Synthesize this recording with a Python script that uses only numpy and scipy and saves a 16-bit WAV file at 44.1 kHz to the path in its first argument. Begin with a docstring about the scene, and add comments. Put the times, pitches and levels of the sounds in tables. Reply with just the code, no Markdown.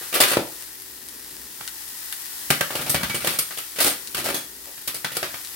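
"""Onion sizzling on a gas hob

Chopped onion sizzles in a steel skillet, close to a phone in a small tiled kitchen.
Steam bursts are random grains filtered by an oil colour; spitting drops are one-cycle snaps with spray.
A utensil knocks, scrapes and clatters: showers of tiny impacts plus damped sines. The touched metal rings
faintly as fluttering sine modes. Filtered noise is the burner's low rush; wavering sines are a hum.
"""
import sys
import numpy as np
from scipy import signal
from scipy.fft import rfft, irfft
from scipy.io import wavfile
from scipy.ndimage import uniform_filter1d

SR = 44100
rng = np.random.default_rng(int(sys.argv[2]) if len(sys.argv) > 2 else 0)


def materialize(psi):
    """Save the field psi as 16-bit PCM at rate SR to the path in sys.argv[1].

    A 1-D psi becomes a single channel; in a 2-D psi each row is a channel.
    """
    bounded = np.clip(np.atleast_2d(psi).T, -1, 1)
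    quanta = np.round(bounded * 32767).astype(np.int16)
    wavfile.write(sys.argv[1], SR, quanta)


N = 244931
TIME = np.arange(N) / SR


def undb(db):
    """Decibels to gain."""
    return 10 ** (np.asarray(db) / 20)


def unit(x):
    """Scale to rms 1."""
    return x / np.sqrt(np.mean(x ** 2))


def panned(db):
    """Left and right gains of constant power, left over right by db."""
    return unit(undb(np.array([[db], [-db]]) / 2))


def add(track, start_s, sound):
    """Mix a sound into a stereo track at a time."""
    i = int(max(start_s, 0) * SR)
    track[:, i:i + sound.shape[-1]] += sound[..., :N - i]


def convolve(x, response):
    """Pass a track through an impulse response."""
    return signal.oaconvolve(x, np.atleast_2d(response), axes=-1)[:, :N]


def tint(x, colour, size=4096):
    """Minimum-phase filter through (freq_hz, gain_db) points that keeps the power of white noise."""
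    hz, db = np.transpose(colour)
    bins_hz = np.maximum(np.fft.rfftfreq(size, 1 / SR), 1)
    gain_db = np.interp(np.log(bins_hz), np.log(hz), db)
    # fold the cepstrum to make the response causal
    cepstrum = irfft(np.log(undb(gain_db)))
    cepstrum[1:size // 2] *= 2
    cepstrum[size // 2 + 1:] = 0
    response = irfft(np.exp(rfft(cepstrum)))
    return convolve(x, response / np.linalg.norm(response))


def pair(three, likeness):
    """Left and right from one shared and two separate signals."""
    return np.sqrt(likeness) * three[0] + np.sqrt(1 - likeness) * three[1:]


def grains(rate_hz, spread_db, channels=3):
    """Random tiny impacts, many faint and a few strong; rms 1."""
    shape = (channels, N)
    strength = np.minimum(rng.exponential(size=shape), 5.5)
    chance = rng.uniform(-1, 1, shape)
    hit = np.abs(chance) < rate_hz / SR
    out = np.zeros(shape)
    out[hit] = np.sign(chance[hit]) * undb(spread_db * strength[hit])
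    return unit(out)


def walk(rate_hz):
    """Slow chance: random levels held 1 / rate_hz and slewed twice; rms 1."""
    k = int(SR / rate_hz)
    levels = np.resize(rng.standard_normal(4000), N // k + 1)
    held = np.repeat(levels, k)[:N]
    return unit(uniform_filter1d(uniform_filter1d(held, k), k))


def kitchen(x, t60_s, wet_db, likeness):
    """Direct sound plus a short diffuse tail from tiles and worktop."""
    t = TIME[:SR // 2]
    decay = undb(-60 * t / t60_s) * (1 - np.exp(-t / .004))
    tail = pair(rng.standard_normal((3, len(t))), likeness) * decay / np.linalg.norm(decay)
    return x + undb(wet_db) * convolve(x, tail)


def ring(hz, decay_s):
    """A damped sine of unit energy."""
    t = TIME[:SR // 2]
    wave = np.sin(2 * np.pi * hz * t) * np.exp(-t / decay_s)
    return wave / np.linalg.norm(wave)


# heat under the onion: start_s, level_db (before FIZZ_TRIM_DB)
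HEAT = [(0.0, -31), (0.55, -36), (1.45, -37.5), (1.9, -32.5), (2.4, -30.5), (4.6, -37), (5.55, -34)]
# oil colour: freq_hz, gain_db
OIL_COLOUR = [(300, -21), (650, -13), (900, -4.5), (1200, -7), (1650, -4.5), (1900, 1.5), (2150, -7),
              (2500, -6), (3400, -4), (5200, -1), (6500, -3.5), (9000, -0.5), (12000, 0.5), (15800, -0.5)]
FIZZ_TRIM_DB = -1.26


def sizzle():
    """Steam bubbles burst in the oil: a dense fizz, a crackle, and sparse sharp pops on top."""
    heat_db = np.interp(TIME, *np.transpose(HEAT))
    fizz_gain = undb(heat_db + FIZZ_TRIM_DB + .5 * walk(12))
    fizz = pair(grains(rate_hz=9000, spread_db=2.5), likeness=0.068) * fizz_gain
    crackle = grains(rate_hz=900, spread_db=2.0, channels=1) * undb(-47.5 + 4.3 * walk(5.62))
    pops = grains(rate_hz=150, spread_db=3.7, channels=1) * undb(-49.5)
    # the two ports hear each burst one sample apart
    bursts = crackle + pops
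    near = np.vstack([np.roll(bursts, 1, axis=1), bursts])
    oil = tint(fizz + near, OIL_COLOUR) * panned(db=4.0)
    return kitchen(oil, t60_s=0.51, wet_db=-11.0, likeness=0.12)


# burner colour: freq_hz, gain_db
BURNER_COLOUR = [(30, -25), (60, 3.5), (100, -12.5), (190, -7), (260, 0.5), (330, -2.5), (430, -3),
                 (650, -15), (1200, -24), (3000, -26)]
# appliance hum: freq_hz, mid_level_db (rms, about which it wavers)
HUM_PARTIALS = [(59.5, -70.5), (119, -68), (312.2, -66.5), (376.8, -64.5)]


def hob():
    """The burner's soft rush is filtered noise; the appliance hum is sines wavering in level and phase."""
    noise = pair(rng.standard_normal((3, N)), likeness=0.82)
    rush = tint(noise, BURNER_COLOUR) * undb(-57.0 + 3.2 * walk(3.85))
    hum = np.zeros(N)
    for hz, db in HUM_PARTIALS:
        gain = np.sqrt(2) * undb(db + 2 * walk(2.96))
        hum += gain * np.sin(2 * np.pi * hz * TIME + 1.1 * walk(4.58))
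    return rush + hum


# strikes: start_s, decay_s, knock_hz, level_db, weight_db (knock over level), edge_db (rasp over level)
STRIKES = [(0.013, 0.065, 460, -40.5, -4.5, -4), (0.14, 0.012, 597, -23, -5.5, 2.5),
           (0.2027, 0.025, 680, -19, 0, 5), (0.315, 0.019, 544, -26, -2, 2.5),
           (0.3326, 0.008, 560, -18, -9, -5.5), (0.3695, 0.0049, 400, -16, 7.5, -7),
           (0.394, 0.038, 370, -46.5, 20, 0), (1.6084, 0.003, 825, -28, -7.5, -6),
           (2.503, 0.0072, 428, -12, -12.5, 0), (2.508, .012, 780, -21.5, -1.5, 1),
           (2.6087, 0.0064, 725, -14, -5, -3), (2.705, 0.032, 885, -29.5, -3.5, -4.5),
           (2.753, 0.012, 686, -25.5, 0.5, 3), (2.813, 0.015, 540, -31.5, -4, 5.5),
           (2.895, 0.018, 520, -28.5, -9, 12), (2.944, 0.014, 685, -18, -5, -2),
           (3.031, .014, 580, -21, -19, -4), (3.097, 0.013, 487, -23, -16, -2),
           (3.144, 0.022, 427, -26, -4.5, 3.5), (3.246, 0.024, 590, -29, 3, 4.5),
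           (3.271, .018, 432, -21, -15, 0.5), (3.387, 0.018, 460, -27.5, -8.5, 9),
           (3.508, 0.016, 720, -31.5, -12, -4.5), (3.574, .019, 616, -29, -10, 4.5),
           (3.786, .014, 540, -23.5, -8, 1.5), (4.146, .014, 540, -24.5, -12, 3.5),
           (4.2424, .008, 503, -29.5, -5, 7), (4.343, 0.028, 377, -29, -3, 7),
           (4.777, 0.0052, 590, -39, -15, 2), (4.875, 0.016, 540, -26.5, -12, 6),
           (5.045, 0.0073, 627, -18.5, -10.5, -4.5), (5.118, .015, 450, -32.5, -8.5, 3.5),
           (5.168, 0.0063, 490, -25.5, -2.5, 7), (5.228, 0.023, 640, -25.5, -6.5, -5),
           (5.341, .0105, 594, -30, -8.5, -5.5)]
# slides: start_s, slide_s, level_db, weight_db, edge_db
SLIDES = [(0.126, 0.0086, -28, -10, 0.5), (0.152, 0.013, -26, -3, -.5), (0.206, .028, -22.5, -18, -0.5),
          (0.276, .025, -28, -11, 2.5), (2.784, 0.022, -34.5, -4.5, -5), (2.862, .012, -31, -3, 1),
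          (3.008, .008, -33.5, -2, -4.5), (3.204, 0.032, -35, -14, -0.5), (3.295, .07, -37, -9, 5),
          (3.759, 0.011, -37, -9, 3.5), (3.802, 0.023, -24.5, -7, 7.5), (3.844, 0.038, -25.5, -5, 5.5),
          (4.167, 0.038, -32.5, -3.5, 2.5), (4.25, .055, -30, -3, 0), (4.666, 0.022, -50.5, 3.5, -12),
          (4.943, 0.011, -36, -6.5, 9), (5.15, 0.011, -36, -13, 3)]
BLOW_HOLD_S = 0.0016
SCRAPE_DECAY_S, SCRAPE_KNOCK_HZ = 0.025, 524


def contacts():
    """Strikes and slides alike: start_s, slide_s, decay_s, knock_hz, level_db, weight_db, edge_db."""
    blows = [(start, BLOW_HOLD_S, *rest) for start, *rest in STRIKES]
    scrapes = [(start, slide, SCRAPE_DECAY_S, SCRAPE_KNOCK_HZ, *levels)
               for start, slide, *levels in SLIDES]
    return blows + scrapes


def shower(t, slide_s, decay_s):
    """Strength of a contact's tiny impacts: it builds and holds through the slide, then dies away."""
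    rise_s = .0004 + .04 * slide_s
    return (1 - np.exp(-t / rise_s)) * np.exp(-np.maximum(t - slide_s, 0) / decay_s)


# contact colours: freq_hz, gain_db
THUD_COLOUR = [(40, -23.5), (70, -7), (105, -14), (140, 1), (210, -4.5), (290, -9), (450, -41), (900, -71)]
KNOCK_COLOUR = [(100, -46.5), (230, -16.5), (320, 6), (450, 1.5), (700, 3), (950, -3), (1400, -37),
                (3500, -42)]
CLACK_COLOUR = [(400, -53), (850, -12), (1200, 2.5), (1900, 0.5), (2900, 0.5), (4300, -3), (5400, -6.5),
                (7500, -13), (14000, -60)]
RASP_COLOUR = [(2000, -39), (4500, -1), (5800, -5.5), (7200, -4.5), (8700, 1), (10500, 1), (12500, -1),
               (15800, -3)]
# lean of the utensil on the worktop: start_s, extra_thud_db
LEAN_CURVE = [(0.33, -9), (0.37, 2), (2.62, 4), (2.72, 12), (2.89, 5.5), (2.95, 14.5), (3.3, -0.5),
              (3.8, -3.5), (4.3, 2)]
# a sharper edge clacks higher; the utensil is nearly straight ahead
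CLACK_HZ, CLACK_OCTAVES_PER_DB, UTENSIL_PAN_DB = 2250, 0.12, 1.2
# thud over contact level; a deeper knock than a scrape's thuds more
THUD_DB, THUD_DB_PER_OCTAVE = -14.5, 10.5


def utensil():
    """Each contact is a shower of tiny impacts, coloured by a resonance that depends on the spot it touches.
    A clean blow also pushes the body once: a hollow knock over the thud of the worktop."""
    pressure, blows = np.zeros((4, 2, N)), np.zeros((2, N))
    t = TIME[:SR // 3]
    sides = panned(UTENSIL_PAN_DB)
    for start, slide, decay, knock_hz, db, weight_db, edge_db in contacts():
        clack_hz = CLACK_HZ * 2 ** (CLACK_OCTAVES_PER_DB * edge_db)
        depth_octaves = np.log2(SCRAPE_KNOCK_HZ / knock_hz)
        lean_db = np.interp(start, *np.transpose(LEAN_CURVE))
        thud_db = THUD_DB + THUD_DB_PER_OCTAVE * depth_octaves + lean_db
        thud, knock, clack, rasp = undb(db + np.array([thud_db, weight_db, 0, edge_db]))
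        # share of the low energy in the first blow
        clean = 0.66 * np.exp(-slide / 0.0078)
        rattle = np.sqrt(1 - clean)
        shape = shower(t, slide, decay) * (1 + 0.19 * clean * np.exp(-t / 0.00064))

        blow = thud * ring(164.4, 0.0048) + knock * ring(knock_hz, 0.0017)
        blow += undb(-7.5) * np.sqrt(knock * clack) * ring(clack_hz, 0.0043)
        add(blows, start, np.sqrt(clean) * np.linalg.norm(shape) * blow)

        impacts = shape * pair(rng.standard_normal((3, len(t))), likeness=0.44)
        clatter = convolve(impacts, ring(clack_hz, 0.00042)[:SR // 100])
        add(blows, start, undb(-5.5) * clack * sides * clatter)

        gains = (thud * rattle, knock * rattle, undb(-1.5) * clack * sides, rasp * sides)
        for track, gain in zip(pressure, gains):
            add(track, start, gain * shape)
    # the edge sticks and slips, in fine grit and in coarser jerks
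    pressure = pressure * undb(1.7 * walk(600) + 1.5 * walk(140) - .6)
    thud = tint(pressure[0] * pair(grains(rate_hz=3400, spread_db=3), likeness=1.0), THUD_COLOUR)
    knock = tint(pressure[1] * pair(grains(rate_hz=3000, spread_db=1), likeness=0.75), KNOCK_COLOUR)
    clack = tint(pressure[2] * pair(grains(rate_hz=6000, spread_db=3.0), likeness=0.21), CLACK_COLOUR)
    rasp = tint(pressure[3] * pair(grains(rate_hz=11000, spread_db=1.5), likeness=0.046), RASP_COLOUR)
    # small bodies radiate no deep bass
    highpass = signal.butter(4, 125, "high", fs=SR, output="sos")
    blows = signal.sosfilt(highpass, blows)
    body = kitchen(thud, t60_s=0.38, wet_db=-4, likeness=0.96)
    body += kitchen(knock + blows, t60_s=.34, wet_db=-7.0, likeness=0.85)
    edge = kitchen(clack, t60_s=0.31, wet_db=-2.0, likeness=0.32)
    edge += kitchen(rasp, t60_s=0.26, wet_db=-6, likeness=0)
    return body + edge


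# modes of the metal: freq_hz, level_db (relative), t60_s
METAL_MODES = [(1146, -2, .4), (1580, -4, .14), (2275, -2, .36), (2950, -7, .25), (3378, 0, .3),
               (4230, -8, .16), (6365, -2, .22), (7100, -3, .14), (8270, -5, .16), (8480, -3, .18),
               (8672, -3, .36), (9017, -3, .18), (9355, -5, .17), (9712, -2, .16), (10850, -2, .16),
               (11110, -3, .16), (11300, -3, .18), (12320, -2, .15), (12870, -1, .15), (13510, -3, .14),
               (14370, -2, .14), (15070, -2, .14)]
# contacts that set it ringing: start_s, level_db (before CLINK_TRIM_DB), centre_hz, spread_octaves
CLINK_EVENTS = [(0.139, -19, 11300, .4), (0.28, -26, 8700, .2), (2.608, -22, 1570, .17),
                (2.895, -23, 8350, 0.044), (2.896, -16.5, 12900, .12), (2.946, -26, 2430, 0.42),
                (3.098, -27.5, 2250, .3), (3.145, -24, 8650, 0.26), (3.272, -32, 10500, .5),
                (3.388, -19, 10700, 0.32), (3.85, -18, 10200, .45), (4.345, -29.5, 3380, .06),
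                (4.345, -31, 6400, .11), (3.82, -30, 4230, .1)]
CLINK_SLIDE_S, CLINK_TRIM_DB = 0.0065, -5.0  # rubbed this long before ringing freely


def clinks():
    """Where the metal is touched decides which of its modes ring; it keeps chattering, so each ring flutters."""
    out, t = np.zeros((2, N)), TIME[:SR // 3]
    hz, mode_db, t60_s = np.transpose(METAL_MODES)
    for start, db, centre_hz, spread in CLINK_EVENTS:
        distance = np.log2(hz / centre_hz) / spread
        weights = undb(mode_db) * np.exp(-.5 * distance ** 2) + 1e-18
        weights = np.sqrt(2) * weights / np.linalg.norm(weights)
        # shorter waves reach the two ports further out of step
        side_shift = rng.uniform(-1, 1, (len(hz), 2, 1)) * hz[:, None, None] / 5000
        phases = rng.uniform(0, 2 * np.pi, (len(hz), 1, 1)) + side_shift
        chatter = rng.standard_normal((len(hz), 2, 40))
        knots = np.linspace(0, t[-1], chatter.shape[-1])
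        for k in np.flatnonzero(weights > .05):
            flutter, wobble = (np.interp(t, knots, c) for c in chatter[k])
            rub = np.minimum(t / CLINK_SLIDE_S, 1)
            swell = rub * shower(t, CLINK_SLIDE_S, t60_s[k] / np.log(1000))
            wave = np.sin(2 * np.pi * hz[k] * t + phases[k] + .6 * wobble)
            tone = undb(3 * flutter) * wave
            add(out, start, undb(db + CLINK_TRIM_DB) * weights[k] * swell * tone)
    return kitchen(out, t60_s=.22, wet_db=-9, likeness=.1)


DROP_DB, DROP_SCATTER_DB = -18, 2.5
DROP_HZ, DROP_SCATTER_OCTAVES = 10700, .2


def drops(count):
    """Small drops at random moments, scattered in level and pitch: start_s, level_db, pitch_hz."""
    out = []
    for when, loud, high in rng.uniform(-1.1, 1, (count, 3)):
        start_s = .5 * (1 + when) * TIME[-1]
        level_db = DROP_DB + DROP_SCATTER_DB * loud
        pitch_hz = DROP_HZ * 2 ** (DROP_SCATTER_OCTAVES * high)
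        out.append((start_s, level_db, pitch_hz))
    return out


# big drops that spit: start_s, level_db (snap peak before colour and pan), pitch_hz
BIG_DROPS = [(0.624, -15, 8800), (1.0873, -13.5, 9500), (1.6775, -7, 7800), (2.126, -5.5, 10000),
             (2.221, -12.5, 12400), (4.0742, -10, 7500), (5.4488, -13.5, 7700), (5.4732, -14.5, 7600)]
# snap colour: freq_hz, gain_db
SNAP_COLOUR = [(400, -27), (1500, 10), (4000, 9.5), (7000, -5.5), (11000, 3), (15800, -7)]
SKILLET_PAN_DB = 5.5  # to the left


def spits():
    """A drop bursts with a snap of one cycle; the skillet wall returns it, and big drops throw more spray."""
    out, t = np.zeros((2, N)), TIME[:SR // 20]
    snap_s = t[16]  # snap centre within the burst
    for start, db, hz in BIG_DROPS + drops(count=14):
        cycles = (t - snap_s) * hz
        snap = np.cos(2 * np.pi * cycles) * np.exp(-2 * cycles ** 2)
        spray = undb(-15.5 + .6 * db) * rng.standard_normal((2, len(t))) * np.exp(-t / .0025)
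        burst = undb(db) * panned(SKILLET_PAN_DB) * (snap + spray)
        add(out, start - snap_s, burst)
        add(out, start + .001, undb(-12) * burst)  # wall return
    return kitchen(tint(out, SNAP_COLOUR), t60_s=0.067, wet_db=-3.0, likeness=0.1)


def scene():
    """Everything at the stove."""
    return sizzle() + hob() + utensil() + clinks() + spits()


TOP_HZ = 15900


def record(dry):
    """The phone clips peaks at full scale, then a steep low-pass cuts the top."""
    lowpass = signal.ellip(12, .2, 75, TOP_HZ, fs=SR, output="sos")
    return signal.sosfilt(lowpass, np.clip(dry, -1, 1))


dry = scene()
out = record(dry)
materialize(out)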